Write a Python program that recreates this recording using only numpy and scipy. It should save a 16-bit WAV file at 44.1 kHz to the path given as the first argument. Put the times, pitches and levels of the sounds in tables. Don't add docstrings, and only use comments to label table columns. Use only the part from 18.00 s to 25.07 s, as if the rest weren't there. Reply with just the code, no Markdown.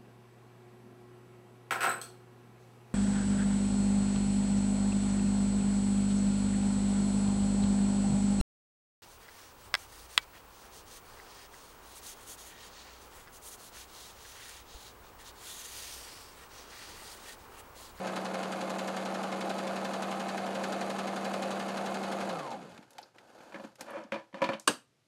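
import sys
import numpy as np
from scipy import signal
from scipy.fft import rfft, irfft, next_fast_len
from scipy.io import wavfile

SR = 44100
rng = np.random.default_rng(int(sys.argv[2]) if len(sys.argv) > 2 else 0)


def to_wav(s):
    ch = np.atleast_2d(s).T
    pcm = np.round(np.clip(ch, -1, 1) * 32767)
    wavfile.write(sys.argv[1], SR, pcm.astype(np.int16))


N = 311787
T = np.arange(N) / SR
TAIL = T[:SR // 3]

ROOM_T60_S = 0.23
FULL_SPEED, START_SHORTFALL = 11.525, .495
CREEP_S = 1.5
PEDAL_OFF_S, COAST_S = 4.285, .585
BACKLASH_PER_S = 150

# centre in Hz, width in Hz, height in dB.
HOUSING_MODES = [(535.5, 17.5, 6.5), (1045, 95, 8), (1165, 41, 4), (1286, 12, 7.5), (1517, 190, 9),
                 (2155, 18, 5), (2460, 63, 6), (2554, 150, 2.5), (2860, 36, 9.5), (3230, 78, 3.5),
                 (3730, 53, 4.5), (4080, 75, 7), (4390, 56, 2.5), (4640, 79, 7.5), (6060, 41, -3),
                 (6570, 660, 4), (7330, 120, 4), (9270, 95, 4.5)]


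def from_db(db):
    return 10 ** (np.asarray(db) / 20)


def rms_one(x):
    return x / np.sqrt(np.mean(x ** 2) + 1e-20)


def drift(rate):
    knots = rng.standard_normal(2048)
    return rms_one(np.interp(T * rate, np.arange(len(knots)), knots))


def colour(x, db_at):
    size = 2 * next_fast_len(len(x) // 2 + 2048)
    gain = from_db(db_at(np.fft.rfftfreq(size, 1 / SR) + 1))
    cepstrum = irfft(np.log(gain))
    cepstrum[1:size // 2] *= 2
    cepstrum[size // 2 + 1:] = 0
    response = np.exp(rfft(cepstrum))
    return irfft(rfft(x, size) * response)[:len(x)]


def curve(points):
    f, db = np.transpose(points)
    return lambda hz: np.interp(np.log(hz), np.log(f), db)


def bell(centre, octaves):
    def db_at(hz):
        distance = np.log2(hz / centre) / octaves
        hump = -20 * np.log10(1 + distance ** 2 / 2 + (distance / 2) ** 4)
        return hump - 10 * np.log10(1 + hz / centre)
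    return db_at


def peaks(modes, hz):
    return sum(db / (1 + (2 * (hz - f) / width) ** 2) for f, width, db in modes)


def blow(db_at, ring_s, room_db, rise_s=0.0003):
    fade = from_db(-60 * TAIL / ring_s) + from_db(room_db - 60 * TAIL / ROOM_T60_S)
    rise = 1 - np.exp(-TAIL / rise_s)
    sound = colour(rng.choice([-1, 1], len(TAIL)) * fade * rise, db_at)
    return sound * np.sqrt(SR / 10 / np.sum(sound ** 2))


def add(out, s, sound):
    i = int(s * SR)
    if 0 <= i < N:
        out[i:i + len(sound)] += sound[:N - i]


def reflected(x):
    # delay in seconds, gain as a plain factor.
    reflections = [(.0023, 0.33), (.0057, 0.09), (.0094, 0.034)]
    return x + sum(gain * np.interp(T - delay, T, x, left=0) for delay, gain in reflections)


def room_air():
    # frequency in Hz, relative level in dB.
    room = [(24, -9.5), (45, -11), (80, -5), (125, 8), (200, -3.5), (450, -4), (900, -11), (2200, -12.5),
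            (6000, -17.5), (12000, -25.5), (15000, -30)]
    return from_db(-71.5) * rms_one(colour(rng.standard_normal(N), curve(room)))


def table_top(hz):
    # frequency in Hz, relative level in dB.
    table = [(60, -33), (130, -20), (210, -15.5), (420, -18), (550, -3.5), (760, -10.5), (1000, -11.5),
             (2000, -20), (3000, -22.5), (4400, -29.5), (7000, -36), (11600, -47), (15000, -67)]
    # centre in Hz, width in Hz, height in dB.
    table_modes = [(218, 21, 11.5), (328.4, 35, 17), (555, 55, 9.5), (982, 43, 9), (1725, 140, 7.5),
                   (2230, 60, 7), (2413, 65, 9), (3064, 100, 5), (3480, 90, 2.5), (4450, 130, 11.5)]
    return curve(table)(hz) + peaks(table_modes, hz)


def table_ring(detune=0.011, spread_db=3.0):
    # frequency in Hz, level in dB against the knock, ring (60 dB fall) in seconds.
    table_rings = [(210, -14, 0.1), (316.6, -15.5, 0.12), (545.4, -7, 0.12), (976, -15, 0.084),
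                   (1730, -22, .04), (2390, -17, 0.044)]
    out = 0
    chances = rng.standard_normal((len(table_rings), 2))
    for (hz, db, ring_s), (shift, force) in zip(table_rings, chances):
        tone = np.sin(2 * np.pi * hz * (1 + detune * shift) * TAIL)
        mode = tone * from_db(-60 * TAIL / ring_s) * (1 - np.exp(-TAIL * hz))
        mode = mode * np.sqrt(SR / 10 / np.sum(mode ** 2))
        out = out + from_db(db + spread_db * force) * np.sign(shift) * mode
    return out


def knocks():
    # start in seconds, level in dB, dull above this Hz, ring in seconds,
    # pitch in Hz that the struck spot favours.
    knock_rows = [(5.404, -62, 2500, 0.034, 250), (5.5217, -55.5, 4000, 0.043, 600),
                  (5.543, -48, 3500, 0.035, 1980), (5.558, -52.5, 3000, .035, 1450),
                  (5.597, -51.5, 2000, 0.035, 550), (5.639, -55, 6000, 0.03, 300),
                  (5.967, -49, 1500, .04, 550), (6.1202, -39.5, 7000, 0.016, 2450),
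                  (6.1411, -47.5, 7000, .045, 3500), (6.158, -46, 1200, 0.046, 560),
                  (6.328, -66, 8000, .015, 2520), (6.343, -50.5, 8980, 0.016, 2000),
                  (6.407, -51, 1487, .03, 800), (6.4176, -35, 5480, 0.04, 2390),
                  (6.4232, -39, 5500, .03, 1000), (6.4404, -38, 10900, 0.026, 3500),
                  (6.445, -42.5, 9040, .025, 2390), (6.464, -53.5, 6000, 0.024, 2610),
                  (6.4895, -33.5, 2310, 0.039, 1000), (6.5194, -48.5, 5030, .03, 1390),
                  (6.533, -45, 6500, 0.056, 3040)]
    spot_db = 6.5
    crack_db, crack_hz, crack_octaves = -20, 3600, 0.78
    out = np.zeros(N)
    for s, db, dull_hz, ring_s, spot_hz in knock_rows:
        contact = lambda hz: -10 * np.log10(1 + (hz / dull_hz) ** 2)
        spot = [(spot_hz, spot_hz, spot_db), (555, 130, -8)]
        body = lambda hz: table_top(hz) + contact(hz) + peaks(spot, hz)
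        add(out, s, from_db(db) * blow(body, ring_s, room_db=-10.5, rise_s=0.00079))
        add(out, s, from_db(db) * table_ring())
        crack = blow(bell(crack_hz, crack_octaves), ring_s=0.012, room_db=-10.5)
        add(out, s, from_db(db + crack_db + contact(crack_hz)) * crack)
    return out


def clicks():
    # start in seconds, level in dB, centre in Hz, width in octaves, ring in seconds.
    click_rows = [(3.772, -61, 4900, 1.1, .012), (4.777, -62, 2200, 0.85, 0.022),
                  (4.827, -68, 2020, .96, .04), (4.906, -66.5, 10500, 2.1, 0.038),
                  (4.932, -71, 4900, 1.4, 0.037), (4.9824, -55, 2520, 0.92, 0.026),
                  (4.986, -51.5, 800, 0.13, 0.031), (5.016, -74, 12000, .3, .015),
                  (5.028, -61.5, 4700, 0.18, 0.03), (5.183, -62, 2150, 0.88, 0.039),
                  (5.755, -68, 3850, 1.4, 0.037), (5.8074, -55, 6000, 1.7, 0.04),
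                  (5.809, -50.5, 1480, 2, 0.031), (5.905, -68.5, 10500, 0.26, .02),
                  (6.037, -70, 4000, 0.59, .03), (6.5972, -56.5, 6600, 0.52, 0.011)]
    out = np.zeros(N)
    for s, db, hz, octaves, ring_s in click_rows:
        add(out, s, from_db(db) * blow(bell(hz, octaves), ring_s, room_db=-18.5))
    return out


def bumps():
    # start in seconds, level in dB.
    bump_rows = [(4.785, -57.5), (4.808, -76), (5.55, -56), (5.597, -63), (5.645, -55), (5.807, -58.5),
                 (6.040, -58), (6.335, -54), (6.418, -46.5), (6.446, -49), (6.494, -47.5), (6.535, -54.5)]
    out = np.zeros(N)
    for s, db in bump_rows:
        add(out, s, from_db(db) * blow(bell(233, 0.27), ring_s=0.07, room_db=-10.0))
    return out


def scissors_snap():
    # frequency in Hz, relative level in dB.
    blades = [(76, -79), (130, -19.5), (247, 4), (375, -7.5), (607, -1.5), (819, -6.5), (1080, -1),
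              (1620, 0.5), (2100, -18.5), (2770, -3), (3600, -12.5), (4480, -13), (7100, -16), (8510, -8.5),
              (15500, -59)]
    # centre in Hz, width in Hz, height in dB.
    blade_modes = [(3080, 270, 2), (3470, 150, -0.5), (3800, 110, 7.5), (4620, 170, 11), (6270, 220, 8),
                   (7720, 200, 4), (8600, 250, 5.5), (10500, 450, 9.5), (12100, 440, 10.5)]
    clap_colour = lambda hz: curve(blades)(hz) + peaks(blade_modes, hz)
    graze = blow(bell(5000, 1.4), ring_s=.03, room_db=-22.0)
    clap = blow(clap_colour, ring_s=0.045, room_db=-11.0)
    crack = blow(bell(3500, 2.2), ring_s=0.008, room_db=-23.0, rise_s=.00005)
    knock = blow(bell(1220, 0.27), ring_s=0.027, room_db=-31.0, rise_s=.0001)
    thump = blow(bell(340, 0.64), ring_s=0.079, room_db=-15.5)
    out = np.zeros(N)
    add(out, 6.6735, from_db(-51.5) * graze)
    add(out, 6.676, from_db(-27.5) * clap)
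    add(out, 6.6762, from_db(-34.5) * crack)
    add(out, 6.676, from_db(-31.5) * knock)
    add(out, 6.689, from_db(-37.5) * thump)
    return out


def rub(db_at, grain_db, grit):
    grains = rms_one((rng.random(N) < 700 / SR) * rng.standard_normal(N))
    friction = (rng.standard_normal(N) + grit * grains) * from_db(grain_db * drift(240))
    return rms_one(colour(friction, db_at))


def strokes(rows, attack_s, swell_db, release_db_per_s):
    out = np.zeros(N)
    for start, length, db in rows:
        age = T - start
        swell = swell_db * np.minimum(age / length - 1, 0)
        release = release_db_per_s * np.maximum(age - length, 0)
        out += np.clip(age / attack_s, 0, 1) * from_db(db + swell - release)
    return out


def skips(tap_s=0.0036, size=128):
    skips_per_s, range_db = 200, 10.5
    gaps, force = rng.random((2, 2048))
    times = np.cumsum(.3 + 1.3 * gaps) / skips_per_s
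    fade = from_db(-60 * TAIL[:size] / tap_s)
    taps = np.zeros(N)
    for s, db in zip(times, range_db * force):
        add(taps, s, from_db(db) * rng.standard_normal(size) * fade)
    tap_colour = [(3500, 3000, 4), (4430, 160, -6)]   # Hz, width in Hz, dB
    return rms_one(colour(taps, lambda hz: table_top(hz) + peaks(tap_colour, hz)))


def cloth_pulls():
    # frequency in Hz, relative level in dB.
    cloth = [(60, -23), (110, -27), (230, -6), (330, -10), (430, -14), (620, -4), (850, -11), (1100, -20.5),
             (1500, -17.5), (2000, -26), (4500, -28.5), (10500, -37.5), (15000, -40)]
    # start in seconds, length in seconds, final level in dB.
    pulls = [(4.42, 0.35, -52.5), (4.8, 0.23, -56), (5.14, 0.33, -50.5), (5.5, .15, -50), (5.78, 0.03, -46),
             (5.85, 0.39, -65)]
    friction = rub(lambda hz: curve(cloth)(hz) + peaks(HOUSING_MODES, hz), grain_db=2.0, grit=0.46)
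    strength = strokes(pulls, attack_s=0.011, swell_db=11.5, release_db_per_s=153)
    return reflected(friction * strength)


def handle_drag():
    # centre in Hz, width in Hz, height in dB.
    drag_colour = [(555, 120, 2), (990, 90, -4), (1280, 700, 7), (4450, 2000, -5.5)]
    # start in seconds, length in seconds, final level in dB.
    drags = [(5.85, 0.13, -39)]
    friction = rub(lambda hz: table_top(hz) + peaks(drag_colour, hz), grain_db=2.0, grit=0.18)
    return friction * strokes(drags, attack_s=0.036, swell_db=4.5, release_db_per_s=175.5)


def steel_scrapes():
    # centre in Hz, width in Hz, height in dB.
    rasp = [(1210, 540, 5), (2610, 2400, -3)]
    # start in seconds, length in seconds, final level in dB of the friction.
    scrapes = [(6.125, 0.07, -49.5), (6.345, 0.05, -46.5), (6.42, 0.033, -46), (6.505, 0.033, -43)]
    friction = rub(lambda hz: table_top(hz) + peaks(rasp, hz), grain_db=0.5, grit=0.69)
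    scrape = friction + from_db(-7) * skips()
    return scrape * strokes(scrapes, attack_s=0.0094, swell_db=2, release_db_per_s=329.5)


def shaft_speed():
    driven = FULL_SPEED - START_SHORTFALL * np.exp(-T / CREEP_S)
    return driven * np.clip(1 - (T - PEDAL_OFF_S) / COAST_S, 0, 1)


def load(turns):
    # share of a turn, change in dB.
    load_rows = [(.03, 2), (.16, 0), (.27, -1), (.5, 0.06), (.63, 0.7), (.8, 0), (.88, -2), (.95, 1)]
    share, db = np.transpose(load_rows)
    return from_db(np.interp(turns, share, db, period=1))


def stitches(turns, spread_db=1.5, cloth_db=1.35, play_s=.0007, rise_share=0.03,
             bounce_s=.005, bounce_db=-6):
    # share of a turn, level in dB before the drive's gain, centre in Hz,
    # width in octaves, ring in seconds.
    contacts = [(.01, -53.5, 705, 1, 0.018), (.975, -58.5, 2330, 0.79, 0.014),
                (.075, -63.5, 3420, 0.58, .02), (.09, -56, 1400, 0.55, 0.018), (.13, -54, 620, 0.22, 0.021),
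                (0.241, -56, 408, 0.7, 0.027), (.06, -67, 117.6, 0.11, 0.11), (.36, -66, 114.8, 0.095, .07),
                (0.245, -55, 340, 0.21, 0.025), (.335, -74, 9100, 1, .012), (.49, -69.5, 9500, 0.5, 0.0099),
                (.46, -61.5, 342, 0.35, 0.028), (.61, -56, 1090, 0.35, 0.041),
                (0.619, -59.5, 398, 0.31, 0.033), (.715, -72, 8900, 0.46, 0.016),
                (.765, -53.5, 670, 0.14, 0.019), (.895, -63.5, 7450, 0.4, 0.035),
                (.905, -60.5, 3950, 0.65, 0.031), (.96, -62.5, 6030, 0.99, 0.014),
                (.96, -54.5, 1480, 1, 0.022), (.995, -59.5, 3560, 0.29, 0.016)]
    out = np.zeros(N)
    resistance = drift(9.8)
    for share, db, hz, octaves, ring_s in contacts:
        whole_turns = np.arange(np.ceil(turns[0] - share), turns[-1] - share)
        times = np.interp(whole_turns + share, turns, T)
        usual, *others = [blow(bell(hz, octaves), ring_s, room_db=-13.5, rise_s=rise_share * ring_s)
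                          for _ in range(6)]
        loose = hz / (hz + 900)
        for s, (late, force, gap) in zip(times, rng.standard_normal((64, 3))):
            other = others[rng.integers(len(others))]
            sound = np.sqrt(1 - loose) * usual + np.sqrt(loose) * other
            cloth = cloth_db * loose * np.interp(s, T, resistance)
            strength = from_db(db + spread_db * force + cloth)
            add(out, s + play_s * loose * late, strength * sound)
            rebound = loose * from_db(bounce_db) * others[rng.integers(len(others))]
            add(out, s + bounce_s * 2 ** (gap / 2), strength * rebound)
    return out


def frame_rumble(turns, count=90):
    # frequency in Hz, relative level in dB.
    frame = [(60, -24.5), (90, -26.5), (110, -14), (150, -8.5), (230, -3.5), (330, -3), (400, -12),
             (700, -2), (1200, -10), (3000, -41.5)]
    angles = (np.arange(count) + rng.random(count)) / count
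    times = np.interp(np.arange(-1, turns[-1])[:, None] + angles, turns, T, left=0, right=0)
    impulses = np.zeros(N)
    strength = rng.choice([-1, 1], count) + 0.27 * rng.standard_normal(times.shape)
    impulses[(times * SR).astype(int)] = strength
    return from_db(-44.5) * rms_one(colour(impulses, curve(frame)))


def rattle(speed, per_turn=60, rough_db=1.1):
    # frequency in Hz, relative level in dB.
    housing = [(150, -34), (260, -9), (490, -9), (533, -0.5), (591, 1.5), (790, 2), (891, -10.5),
               (1570, -16), (1960, -14.5), (2530, -18.5), (4600, -23), (5190, -28), (6480, -28.5),
               (11200, -33.5), (15500, -80)]
    ticks = rms_one((rng.random(N) < per_turn * speed / SR) * rng.standard_normal(N))
    rough = from_db(rough_db * drift(160)) * rng.standard_normal(N)
    return from_db(-38.5) * rms_one(colour(ticks + 1.62 * rough, curve(housing)))


def tones(turns, orders, waver_db, gain_db=lambda k: 0):
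    out = 0
    for k, db in orders:
        strength = np.sqrt(2) * from_db(db + gain_db(k) + waver_db * drift(13))
        out = out + strength * np.sin(2 * np.pi * (k * turns + rng.random()))
    return out


def motor_hum(turns, pace):
    # multiple of the stitch rate, level in dB before the hum's gain.
    hum = [(10, -61.5), (17, -41.5), (19, -55), (20, -54.5), (21, -56.5), (24, -73), (30, -61)]
    return from_db(1) * pace ** 4.5 * tones(turns, hum, waver_db=0.44)


def gear_whine(turns, speed, pace):
    # multiple of the stitch rate, level in dB before casing and gain.
    gears = [(34, -49.5), (40, -57.5), (48, -50), (60, -50.5), (68, -60), (74, -54.5), (112.3, -48)]
    # frequency in Hz, gain in dB.
    radiation = [(70, -42), (110, -19), (150, 5), (220, 6.5), (270, 2), (390, -5), (480, 9.5), (545, -1),
                 (600, -12.5), (740, 11), (950, -18.5), (1270, -10), (1450, -25)]
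    backlash_turns, unloaded_db = 0.0029, 4
    slack = np.clip((T - PEDAL_OFF_S) / COAST_S, 0, 1) ** .5
    loose_turns = turns + backlash_turns * slack * drift(BACKLASH_PER_S)
    casing = lambda k: curve(radiation)(k * speed + 1)
    whine = tones(loose_turns, gears, waver_db=1.0, gain_db=casing)
    return from_db(-0.65 - unloaded_db * slack) * pace ** 0.86 * whine


def motor_whirr(turns, speed):
    # multiple of the stitch rate, resonance centre in Hz, width in octaves,
    # level in dB before that resonance.
    whirrs = [(126.2, 890, 0.24, -39), (129, 1270, .04, -40), (82.7, 560, 0.12, -44)]
    play_turns = 0.0012
    out = 0
    for order, hz, octaves, db in whirrs:
        loose_turns = turns + play_turns * drift(BACKLASH_PER_S)
        casing = lambda k: bell(hz, octaves)(k * speed + 1)
        out = out + tones(loose_turns, [(order, db)], waver_db=3.0, gain_db=casing)
    return out


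def jolts():
    # start in seconds, level in dB, centre in Hz, width in octaves, ring in seconds.
    jolt_rows = [(4.272, -45, 766, 0.13, 0.066), (4.274, -47, 564, 0.086, 0.076),
                 (4.318, -45, 533, 0.064, 0.21)]
    out = np.zeros(N)
    for s, db, hz, octaves, ring_s in jolt_rows:
        add(out, s, from_db(db) * blow(bell(hz, octaves), ring_s, room_db=-17, rise_s=.003))
    return out


def machine():
    speed = shaft_speed()
    pace = speed / FULL_SPEED
    turns = -.84 + np.cumsum(speed) / SR
    chatter = stitches(turns) + load(turns) * rattle(speed)
    clatter = colour(reflected(chatter), lambda hz: peaks(HOUSING_MODES, hz) - 1.8)
    mechanism = from_db(1) * pace ** 1.43 * (clatter + frame_rumble(turns))
    drive = gear_whine(turns, speed, pace) + motor_whirr(turns, speed) + motor_hum(turns, pace)
    return mechanism + jolts() + drive


def scene():
    handling = knocks() + clicks() + bumps()
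    sliding = cloth_pulls() + handle_drag() + steel_scrapes()
    return (room_air() + handling + sliding + scissors_snap() + machine())[None]


def record(dry):
    bass_cut = signal.butter(2, 105, "high", fs=SR, output="sos")
    thin = signal.sosfilt(bass_cut, dry) - from_db(-16) * dry
    soft = signal.sosfilt(signal.butter(4, 12800, fs=SR, output="sos"), thin)
    cutoff = signal.ellip(10, .2, 80, 15750, fs=SR, output="sos")
    return signal.sosfilt(cutoff, soft)


dry = scene()
out = record(dry)
to_wav(out)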